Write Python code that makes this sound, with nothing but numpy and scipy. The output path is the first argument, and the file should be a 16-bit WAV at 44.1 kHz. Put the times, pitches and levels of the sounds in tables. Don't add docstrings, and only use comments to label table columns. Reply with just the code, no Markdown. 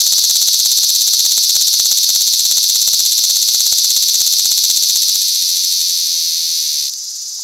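import sys
import numpy as np
from scipy import signal
from scipy.fft import rfft, irfft, next_fast_len
from scipy.io import wavfile

SR = 44100
rng = np.random.default_rng(int(sys.argv[2]) if len(sys.argv) > 2 else 0)


def convert_level_to_amplitude(level_db):
    exponent = np.asarray(level_db, float) / 20
    return 10 ** exponent


def inscribe(sig):
    pcm = np.round(np.clip(np.atleast_2d(sig).T, -1, 1) * 32767)
    wavfile.write(sys.argv[1], SR, pcm.astype(np.int16))


N = 327663


def evened(x):
    return x / np.sqrt(np.mean(x ** 2) + 1e-20)


def coloured(x, points):
    pitch_hz, level_db = np.transpose(points)
    size = next_fast_len(N)
    hz = np.fft.rfftfreq(size, 1 / SR)
    gain = convert_level_to_amplitude(np.interp(np.log(hz + 1), np.log(pitch_hz), level_db))
    return irfft(rfft(x, size) * gain, size)[..., :N]


def scatter(x, t60, start_s):
    t = np.arange(SR // 4) / SR
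    echoes = rng.choice([-1., 1.], (2, len(t)))
    echoes *= (rng.random((2, len(t))) < .05) * (t > start_s)
    echoes *= convert_level_to_amplitude(-60 * t / t60)
    return signal.fftconvolve(x[None], echoes / np.linalg.norm(echoes[0]), axes=1)[:, :N]


# pitch_hz, level_db
AIR_COLOUR = [(30, -30), (80, -8), (160, -13), (400, -9), (700, -4), (1300, -9), (3000, -22), (4000, -28)]
# middle_s, half_length_s, rise_db
GUST = (6.78, .08, 6)


def hush():
    a, b = rng.standard_normal((2, N))
    middle_s, half_s, rise_db = GUST
    gust_db = rise_db * np.exp(-((np.arange(N) / SR - middle_s) / half_s) ** 2)
    air = coloured(np.array([a + 0.1 * b, a - 0.1 * b]), AIR_COLOUR)
    return convert_level_to_amplitude(-65 + gust_db) * evened(air)


# start_s, pitch_hz, level_db, fade_s (time to drop 60 dB)
KNOCK = (7.3935, 900, -35, .015)


def knock():
    start_s, pitch_hz, level_db, fade_s = KNOCK
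    t = np.maximum(np.arange(N) / SR - start_s, 0)
    onset = np.minimum(t / 0.00086, 1)
    return convert_level_to_amplitude(level_db - 60 * t / fade_s) * np.sin(2 * np.pi * pitch_hz * t) * onset


# pitch_hz, level_db (per Hz)
CHORUS_COLOUR = [(590, -63), (1000, -26.5), (2480, -22), (3300, -15.5), (4100, 2.5), (5100, 5), (7050, 6),
                 (7650, -6), (9400, -38), (11400, -15), (15600, -25)]


def distant_chorus():
    a, b = rng.standard_normal((2, N))
    return evened(coloured(np.array([a + 0.032 * b, a - 0.15 * b]), CHORUS_COLOUR))


def ring(hz, width, crest_s=0.0003745, glide=0):
    t = np.arange(512) / SR
    start_s = max(crest_s - 1 / (np.pi * width), 0)
    age = np.pi * width * np.maximum(t - start_s, 0)
    since = t - crest_s
    return np.e * age * np.exp(-age) * np.cos(2 * np.pi * hz * (since + glide * since ** 2))


# delay_ms (from the brightest rib), low_db, middle_db, high_db, sheen_db
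SLACK_RIBS = [(-2.1, -5, -7, -24, -10), (0, -2, 1.5, -20, -1), (2.05, -1, -10, -24, -11),
              (3.7, -12, -9, -23, -11)]
# delay_ms, low_db, middle_db, high_db, sheen_db
TIGHT_RIBS = [(-1.5, -12, -10, -6, -9), (0, -6, -8, 7.5, 5.5), (1.35, -3, 5.5, -3, 4),
              (2.9, 4.5, -7, -9, -3)]
# pitch_hz, width_hz, level_db
DRUM_MODES = [(4320, 1016, 1.5), (5583, 672, 1.5), (6995, 805, 0), (10330, 1080, 4)]
GLIDES = [110, 65, 94, 337]
TIGHT_SHIFT = [-0.094, 0.028, -0.032, 0.033]


def drum(at, tight, db, hollow_db, colour_db, jitter_ms=.08, uneven_db=.8, detune=.03):
    rows = np.array(SLACK_RIBS) + tight[:, None, None] * (np.array(TIGHT_RIBS) - np.array(SLACK_RIBS))
    chance = rng.standard_normal(rows.shape)
    delay_ms = rows[..., 0] + jitter_ms * chance[..., 0]
    where = np.round((at[:, None] + delay_ms / 1000) * SR).astype(int)
    where[(where < 0) | (where > N)] = N
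    shape = rng.choice([-1, 1], rows.shape)

    def clicks(size):
        return np.bincount(where.ravel(), size.ravel(), N + 1)

    hollow = clicks(convert_level_to_amplitude((db + hollow_db)[:, None] + rows[..., 1]))
    out = signal.oaconvolve(hollow, ring(2440, 1300))[:N]
    for k, (hz, width, mode_db) in enumerate(DRUM_MODES):
        rib_db = rows[..., k + 1] + uneven_db * chance[..., k + 1]
        size = convert_level_to_amplitude(db[:, None] + mode_db + colour_db[k] + rib_db)
        for bend in (-1, 1):
            chosen = shape[..., k + 1] == bend
            for share, shift in ((1 - tight, 0), (tight, TIGHT_SHIFT[k])):
                click = ring(hz * (1 + detune * bend + shift), width, glide=GLIDES[k])
                out += signal.oaconvolve(clicks(size * share[:, None] * chosen), click)[:N]
    return out


# place_in_pump (0-1), lead_ms
LEAD = [(.05, 3.3), (.2, 4.8), (.35, 6.1), (.5, 4.5), (.8, 4.3)]
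HIDDEN_DRUM_DB = [-1, -2, 0, -7]


def song(at, pumps, swing, db, hollow_db, drag_ms=1.75, rest_ms=5.7, snap=6., threshold=.33):
    drag = drag_ms * np.minimum(swing, .9) * np.cos(2 * np.pi * (pumps - .42))
    at = at + (drag + .15 * rng.standard_normal(len(at))) / 1000
    place, pump_lead_ms = np.transpose(LEAD)
    pump_lead_ms = np.interp(pumps % 1, place, pump_lead_ms, period=1)
    lead_ms = rest_ms + np.minimum(swing, 1) * (pump_lead_ms - rest_ms)

    def tightness(top):
        pull = swing * np.cos(2 * np.pi * (pumps - top))
        return 1 / (1 + np.exp(snap * (threshold - pull)))

    facing = drum(at, tightness(.04), db, hollow_db, np.zeros(4))
    hidden = drum(at - lead_ms / 1000, tightness(.09), db, hollow_db, HIDDEN_DRUM_DB)
    return facing + hidden


# pitch_hz, width_hz, level_db
AIR_SAC = [(4543, 210, -46.5), (5960, 160, -47.5), (11620, 300, -43)]
# pitch_hz, level_db
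BODY = [(300, -16.5), (1500, -6), (1950, -5), (3000, -7.5), (3600, 4.5), (5150, 1), (6250, -0.5),
        (7500, -1), (8900, -0.5), (10500, -8.5), (11600, -3.5), (13000, -3), (14200, -2.5), (15600, -4.5)]


def through_body(x):
    sac = sum(convert_level_to_amplitude(db) * ring(hz, width, crest_s=0) for hz, width, db in AIR_SAC)
    return coloured(x + signal.oaconvolve(x, sac)[:N], BODY)


# pitch_hz, level_db
FAR_AIR = [(2000, -28), (3400, -13), (4200, -25), (4800, 0), (5800, -4), (6800, 1.5), (7600, -2),
           (12500, -10.5), (15000, -10)]


def far_cicada():
    at = np.arange(0, N / SR, 1 / 101.5)
    pumps = (at - 6.977) * 16.42
    strokes = song(at, pumps, .55 + 0 * at, 0 * at, -49)
    sung = coloured(through_body(strokes), FAR_AIR)
    smear = scatter(sung, .08, .001)
    return evened(.5 * sung + smear.mean(0) + .2 * smear)


# time_s, strokes_per_s, pumps_per_s (of the abdomen)
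PACE = [(0, 102.77, 17.12), (1.1, 102.85, 16.61), (2.2, 102.16, 16.75), (3.1, 101.71, 16.39),
        (3.7, 100.25, 16.71), (4.3, 99.92, 16.32), (4.8, 96.5, 15.67), (5.15, 96.79, 15.56),
        (5.45, 89.81, 14.19), (5.8, 88.77, 11.44), (6.2, 83.45, 12.03), (6.55, 81.69, 11.99),
        (6.9, 68.8, 12.02)]
# time_s, effort_db, pump_swing (0-1), hollow_db (undertone)
EFFORT = [
    (0, -14.5, 0.87, -26),
    (2.5, -15, 0.89, -22.5),
    (4.9, -15, .87, -19.5),
    (5.348, -15, .52, -16.5),
    (5.85, -15.5, .53, -16),
    (6.25, -16, .1, -13.5),
    (6.5, -16.5, .07, -13.5),
    (6.8, -16.5, 0.2, -12),
    (6.885, -18.5, .2, -12.5),
]
# time_s, effort_db
STRAYS = [
    (6.896, -21),
    (6.937, -21.5),
]


def near_cicada():
    stop_s, stroke_start, pump_start = 6.888, -.03, .82
    s, stroke_rate, pump_rate = np.transpose(PACE)
    t = np.arange(0, stop_s, 1 / 1000)
    strokes = stroke_start + np.cumsum(np.interp(t, s, stroke_rate)) / 1000
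    pumps = pump_start + np.cumsum(np.interp(t, s, pump_rate)) / 1000
    at = np.interp(np.arange(np.ceil(strokes[-1])), strokes, t)
    s, *controls = np.transpose(EFFORT)
    effort_db, swing, hollow_db = (np.interp(at, s, c) for c in controls)
    singing = song(at - .0005, np.interp(at, t, pumps), swing, effort_db, hollow_db)
    stray_s, stray_db = np.transpose(STRAYS)
    strays = drum(stray_s - .0004, np.zeros(2), stray_db, -17, [0.0, 1.0, 4, 1.5])
    return convert_level_to_amplitude(3) * through_body(singing + strays)


def scene():
    near = near_cicada()
    left, right = scatter(near, .025, .0003)
    apart = coloured(left, [(3000, -23.5), (4500, -18.5), (8000, -16.0), (14000, -7.0)])
    placed = near * convert_level_to_amplitude([[.4], [-.4]])
    echoes = convert_level_to_amplitude(-12.5) * right + np.array([apart, -apart])
    far = convert_level_to_amplitude(-24.5) * (.8 * far_cicada() + .6 * distant_chorus())
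    return placed + echoes + far + hush() + knock()


def top_cut(x):
    return signal.sosfilt(signal.butter(12, 15740, fs=SR, output="sos"), x)


def record(dry):
    edge_hz = 15850
    spill = np.clip(dry, -1.08, 1.05) - dry
    flat = dry + .9 * spill.mean(0) + .1 * spill
    low_pass = signal.firwin(511, edge_hz, window=("kaiser", 9), fs=SR)
    flat = signal.oaconvolve(flat, low_pass[None], "same")
    flat += (np.clip(flat, -1, 1) - flat).mean(0)
    return top_cut(flat)


dry = scene()
out = record(dry)
inscribe(out)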